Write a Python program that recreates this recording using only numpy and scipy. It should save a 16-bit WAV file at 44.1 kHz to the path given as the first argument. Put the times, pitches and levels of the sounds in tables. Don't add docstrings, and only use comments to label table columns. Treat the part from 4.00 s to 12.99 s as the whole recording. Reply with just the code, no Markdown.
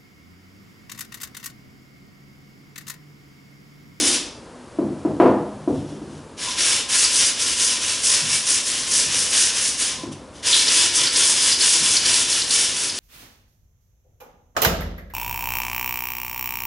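import sys
import numpy as np
from scipy import signal
from scipy.fft import rfft, irfft, next_fast_len
from scipy.io import wavfile
from scipy.ndimage import uniform_filter1d, minimum_filter1d

SR = 44100
rng = np.random.default_rng(int(sys.argv[2]) if len(sys.argv) > 2 else 0)


def to_wav(sig):
    pcm = np.clip(np.atleast_2d(sig), -1, 1) * 32767
    pcm = np.round(pcm).astype(np.int16)
    wavfile.write(sys.argv[1], SR, pcm.T)


N = 396459
TIME = np.arange(N) / SR


# (turn [s], pull length [s], pull level [dB], push length [s], push level [dB])
HAND_STROKES = [(-0.045, 0.26, -18.7, 0.26, -17), (2.566, 0.2, -27, 0.28, -16),
                (3.111, 0.24, -15.3, 0.22, -11.5), (3.57, 0.22, -18.5, 0.24, -15.5),
                (4.031, 0.28, -20, 0.21, -13), (4.443, 0.25, -21, 0.2, -16.0),
                (4.87, 0.27, -19.5, 0.25, -16), (5.294, 0.23, -18, 0.25, -14.5),
                (5.755, 0.27, -19, 0.23, -19.5), (6.643, 0.22, -15.5, 0.28, -13.5),
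                (7.119, 0.24, -16.5, 0.25, -12.5), (7.57, 0.25, -15.5, 0.27, -14),
                (8.017, 0.25, -15, 0.28, -15), (8.468, 0.25, -20, 0.26, -15), (8.946, 0.29, -23, 0.25, -25)]
# (start [s], length [s], level [dB])
FAINT_SLIDES = [(1.66, 0.21, -55.5), (1.834, 0.15, -54.5), (2.014, 0.23, -57.5), (5.92, .16, -44),
                (6.112, 0.033, -41), (6.316, 0.13, -52)]

def rubs(overlap_s=0.026, rest_s=0.7, fresh_db=4, easing_s=0.47):
    spell_s, last_turn_s = -np.inf, HAND_STROKES[0][0]
    for turn_s, pull_s, pull_db, push_s, push_db in HAND_STROKES:
        if turn_s - last_turn_s > rest_s:
            spell_s = turn_s - pull_s
        last_turn_s = turn_s
        pull = (turn_s - pull_s, turn_s + overlap_s, pull_db)
        push = (turn_s - overlap_s, turn_s + push_s, push_db)
        for start_s, end_s, db in (pull, push):
            yield start_s, end_s, 0.44, db, fresh_db * np.exp((spell_s - start_s) / easing_s)
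    for start_s, length_s, db in FAINT_SLIDES:
        yield start_s, start_s + length_s, 0.46, db, 0


def stroke_gains(firm_db=-16.5, firm_bite_db=-7, bite_slope=0.26):
    hiss, rasp = np.zeros((2, N))
    for start_s, end_s, fastest, db, extra_db in rubs():
        now = (TIME > start_s) & (TIME < end_s)
        progress = (TIME[now] - start_s) / (end_s - start_s)
        speed = np.sin(np.pi * np.interp(progress, [0, fastest, 1], [0, 0.5, 1]))
        bite_db = firm_bite_db + bite_slope * (firm_db - db) + extra_db
        hiss[now] = np.hypot(hiss[now], undb(db) * speed ** 1.4)
        rasp[now] = np.hypot(rasp[now], undb(db + bite_db) * speed ** 0.97)
    return hiss, rasp


def grit(spread_db, density):
    hit = rng.random(N) < density
    size = np.minimum(rng.exponential(size=N), 4)
    return unit(hit * rng.standard_normal(N) * undb(spread_db * size))


# (frequency [Hz], level [dB])
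HISS_SPECTRUM = [(2000, -37.5), (3500, -33.5), (4300, -10.5), (5100, -6), (5700, -4.5), (6600, -6),
                 (7600, -6.5), (8800, -6), (9800, -4.5), (11000, -9.5)]
# (frequency [Hz], level [dB])
RASP_SPECTRUM = [(50, -21), (105, -9), (150, -21), (300, -12), (550, -11.5), (780, -16.5), (1250, -10),
                 (1700, -5.5), (2050, -6), (2900, -0.5), (3700, -1.5), (4700, -5), (5600, 0), (8000, -9)]
# (frequency [Hz], width [Hz], level [dB])
HELD_RESONANCES = [(354, 100, -10), (463, 21, -6.5), (1005, 83, -4.5), (1803, 61, -2), (2280, 46, -1),
                   (3067, 95, 1), (3443, 300, 2.5), (4915, 77, 5.5)]
# (time [s], level [dB])
RING_ENVELOPE = [(0, -4.5), (2.6, -9), (3.5, -10.5), (5.6, -15), (6.5, -4.5), (7.3, -3), (8.9, -6)]
# (time [s], level [dB])
SONG_ENVELOPE = [(2.38, -62), (2.47, -32), (2.54, -49), (5.7, -53), (5.86, -49), (6.04, -46), (6.2, -60)]

def sanding():
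    hiss_gain, rasp_gain = stroke_gains()
    grip = unit(undb(1.2 * walk(40) + 0.74 * walk(260)))
    hiss = unit(colour(grit(spread_db=0.65, density=0.37), HISS_SPECTRUM)) * undb(1.8 * walk(26))
    rasp = unit(colour(grit(spread_db=0.4, density=0.2), RASP_SPECTRUM)) * undb(2.27 + 1.65 * walk(30))
    scrape = grit(spread_db=3.5, density=0.2)
    slat = unit(sum(undb(db) * resonate(scrape, hz, width_hz) for hz, width_hz, db in HELD_RESONANCES))
    slat *= undb(np.interp(TIME, *np.transpose(RING_ENVELOPE)))
    song = unit(resonate(resonate(scrape, hz=1020, width_hz=100), hz=1023, width_hz=100))
    song_db = np.interp(TIME, *np.transpose(SONG_ENVELOPE), left=-120, right=-120)
    return grip * (hiss_gain * hiss + rasp_gain * (rasp + slat) + undb(song_db) * song)


def edge_snags(from_s=6.4, pitch_hz=4660, scatter=0.025):
    for turn_s, _, pull_db, _, push_db in HAND_STROKES:
        if turn_s > from_s:
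            pull_hz, push_hz = pitch_hz * (1 + scatter * rng.standard_normal(2))
            yield turn_s - 0.056, pull_db + 9, pull_hz, 0.021
            yield turn_s + 0.036, push_db + 6.2, push_hz, 0.014


# (time [s], peak [dB], pitch [Hz], length [s])
ROUGH_SPOTS = [(3.046, -4, 4900, 0.0068), (6.518, -2, 3680, 0.04), (8.14, -4, 4940, .006),
               (8.325, -10, 4730, .009)]

def snags(width_hz=1300):
    track = np.zeros(N)
    t = TIME[:SR // 20]
    for time_s, db, hz, length_s in [*ROUGH_SPOTS, *edge_snags()]:
        chatter = resonate(resonate(rng.standard_normal(len(t)), hz, width_hz), hz, width_hz)
        burst = chatter * np.sin(np.pi * np.minimum(t / length_s, 1))
        add(track, time_s, undb(db) * burst / np.abs(burst).max())
    return track


# (frequency [Hz], level [dB], t60 [s])
SLAT_MODES = [(268, -9.5, .13), (291.5, 9.5, 0.075), (336, 12.5, 0.042), (411, -1, 0.052),
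              (486, -1.5, 0.19), (610, 4.5, 0.04), (696, 5, 0.023), (860, 2, 0.022), (970, -3.5, 0.053),
              (1090, -22, .04), (1150, -17, 0.034), (1440, -26, 0.038), (1900, -31, 0.04), (2320, -25, .04),
              (2880, -34, .04)]
# (time [s], peak [dB], hardness [Hz])
SLAT_KNOCKS = [(.787, -8, 259), (0.898, -22, 140), (1.050, -9, 417), (1.2004, 2.5, 1160),
               (1.216, -4.5, 1000), (1.259, -1, 1000), (1.33, -24, 600), (1.676, -8, 288),
               (1.923, -25, 202), (2.016, -25.5, 200), (2.123, -30, 198), (6.035, -20.5, 170)]

def knocks(rebound_s=0.027, rebound_db=-19, crack_db=-27, crack_s=0.016, tick_db=-44, detune=0.013):
    track = np.zeros(N)
    t = TIME[:SR // 3]
    for time_s, peak_db, hardness_hz in SLAT_KNOCKS:
        for contact_s, contact_db in ((time_s, peak_db), (time_s + rebound_s, peak_db + rebound_db)):
            modes = [(hz * (1 + detune * rng.standard_normal()), db, t60) for hz, db, t60 in SLAT_MODES]
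            crack = rng.standard_normal(len(t)) * np.exp(-t / crack_s)
            vibration = soften(ring(modes, t) + undb(crack_db) * crack, hardness_hz)
            clack = radiate(vibration, cutoff_hz=284)
            add(track, contact_s, undb(contact_db) * (clack / np.abs(clack).max() + undb(tick_db) * crack))
    return track


# (time [s], level [dB])
DRONE_ENVELOPE = [(0, -26.5), (.12, -29.5), (.25, -59), (.42, -60)]

def drone():
    drive = grit(spread_db=3.5, density=0.07)
    vibration = signal.fftconvolve(drive, ring(SLAT_MODES, TIME[:SR // 3]))[:N]
    low = radiate(soften(vibration, hardness_hz=300), cutoff_hz=330)
    return unit(low) * undb(np.interp(TIME, *np.transpose(DRONE_ENVELOPE), right=-120))


# (frequency [Hz], level [dB], t60 [s])
BENCH_MODES = [(84, -25, 0.083), (106, 3, 0.073), (154.2, -0.5, 0.17), (205, -4.5, 0.14)]
# (time [s], peak [dB])
WEIGHT_BUMPS = [(1.537, -34), (1.61, -36), (1.768, -23), (1.901, -38), (4.221, -29), (5.062, -32.5),
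                (5.935, -34.5), (7.801, -30)]

def bench_thuds(lag_s=0.025, jolt_db=-19.5, jolt_slope=0.48):
    track = np.zeros(N)
    thud = radiate(soften(ring(BENCH_MODES, TIME[:SR // 3]), hardness_hz=161), cutoff_hz=106)
    jolts = [(time_s + lag_s, jolt_db + jolt_slope * db) for time_s, db, _ in SLAT_KNOCKS]
    for time_s, db in [*jolts, *WEIGHT_BUMPS]:
        add(track, time_s, undb(db) * thud / np.abs(thud).max())
    return track


# (frequency [Hz], t60 [s])
TAIL_DECAY = [(100, 0.54), (300, 0.57), (800, 0.68), (2000, 0.53), (5000, 0.5), (11000, 0.31)]

def diffuse_tail(build_s=0.0072):
    hz, time_s, cells = signal.stft(rng.standard_normal(SR), SR, nperseg=256)
    cells *= undb(-60 * time_s / on_log_axis(TAIL_DECAY, hz)[:, None])
    onset = 1 - np.exp(-(TIME[:SR] / build_s) ** 2)
    tail = signal.istft(cells, SR)[1][:SR] * onset
    return tail / np.sqrt(np.sum(tail ** 2))


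# (frequency [Hz], level [dB], t60 [s])
STANDING_WAVES = [(148.3, -45.5, 0.96), (205.5, -47, 0.99), (255, -70, 0.71), (420, -80, 0.68),
                  (467, -83, .65), (572, -40.5, 0.99)]
# (delay [s], gain [linear])
REFLECTIONS = [(.003, 0.63), (.0061, 0.73), (.0093, .25)]

def workshop(x, wet_db, echo_db, standing_db, side_db):
    near = undb(standing_db) * ring(STANDING_WAVES, TIME[:SR])
    near[0] += 1
    for delay_s, gain in REFLECTIONS:
        near[int(delay_s * SR)] += gain * undb(echo_db)
    weights = np.array([walk(5) for _ in range(4)])
    weights /= np.sqrt(np.sum(weights ** 2, axis=0))
    tail = sum(signal.fftconvolve(x * weight, diffuse_tail())[:N] for weight in weights)
    mid = signal.fftconvolve(x, near)[:N] + undb(wet_db) * tail
    side = undb(wet_db + side_db) * signal.fftconvolve(x, diffuse_tail())[:N]
    return np.array([mid + side, mid - side]) / np.sqrt(np.sum(near ** 2) + undb(2 * wet_db))


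# (frequency [Hz], relative density [dB])
AIR_SPECTRUM = [(15, -65), (25, -26), (59, -5), (197, -7.5), (247, -3), (412, -8), (505, -5), (703, -12),
                (778, -16.5), (907, -11), (1260, -15), (2050, -23.5), (3970, -27), (4400, -27),
                (11000, -31), (14300, -77), (22000, -120)]
# (frequency [Hz], level [dB])
HUM_LINES = [(75.4, -67.5), (247.6, -55), (764, -60.5), (797, -66), (4000, -89)]

def ventilation(air_db=-42.5, side_db=-17):
    mid, side = (unit(colour(rng.standard_normal(N), AIR_SPECTRUM)) for _ in range(2))
    air = mid + undb(side_db) * np.array([side, -side])
    hum = np.zeros(N)
    for hz, db in HUM_LINES:
        amplitude = np.sqrt(2) * undb(db + 2 * walk(3.14))
        hum += amplitude * np.sin(2 * np.pi * hz * TIME + 1.33 * walk(6))
    return undb(air_db + 0.58 * walk(2.79)) * air + hum


def soften(x, hardness_hz):
    pole = np.exp(-2 * np.pi * hardness_hz / SR)
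    return signal.lfilter([1 - pole], [1, -2 * pole, pole ** 2], x)


def radiate(x, cutoff_hz):
    return signal.sosfilt(signal.butter(2, cutoff_hz, "high", fs=SR, output="sos"), x)


def resonate(x, hz, width_hz):
    return signal.lfilter(*signal.iirpeak(hz, hz / width_hz, fs=SR), x)


def ring(modes, t):
    return sum(undb(db - 60 * t / t60) * np.cos(2 * np.pi * hz * t) for hz, db, t60 in modes)


def colour(x, spectrum):
    size = next_fast_len(len(x) + 4096)
    hz = np.arange(size // 2 + 1) * SR / size
    return irfft(rfft(x, size) * undb(on_log_axis(spectrum, hz)), size)[:len(x)]


def on_log_axis(points, hz):
    knots_hz, values = np.transpose(points)
    return np.interp(np.log(hz + 1e-9), np.log(knots_hz), values)


def walk(rate_hz):
    knots = rng.standard_normal(N // 20)
    return unit(np.interp(TIME * rate_hz, np.arange(len(knots)), knots))


def add(track, time_s, sound):
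    start = int(time_s * SR)
    track[start:start + len(sound)] += sound[:N - start]


def undb(db):
    return 10 ** (np.asarray(db) / 20)


def unit(x):
    return x / np.sqrt(np.mean(x ** 2))


def limit(x, ceiling=0.75, hold_s=0.0034):
    size = int(hold_s * SR) | 1
    gain = np.minimum(1, ceiling / (np.abs(x).max(axis=0) + 1e-9))
    return x * uniform_filter1d(minimum_filter1d(gain, size), size)


def scene():
    rubbing = workshop(sanding() + snags() + drone(), wet_db=-4, echo_db=-26, standing_db=-30.5,
                       side_db=-12.5)
    handling = workshop(knocks() + bench_thuds(), wet_db=5.5, echo_db=1.5, standing_db=-5.5, side_db=-20.5)
    return rubbing + undb(2.0) * handling + ventilation()


def record(dry, balance_db=0.7, cutoff_hz=11050):
    panned = dry * undb(np.array([[balance_db], [-balance_db]]) / 2)
    lowpass = signal.ellip(12, 0.05, 60, cutoff_hz, fs=SR, output="sos")
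    return signal.sosfiltfilt(lowpass, limit(panned))


dry = scene()
out = record(dry)
to_wav(out)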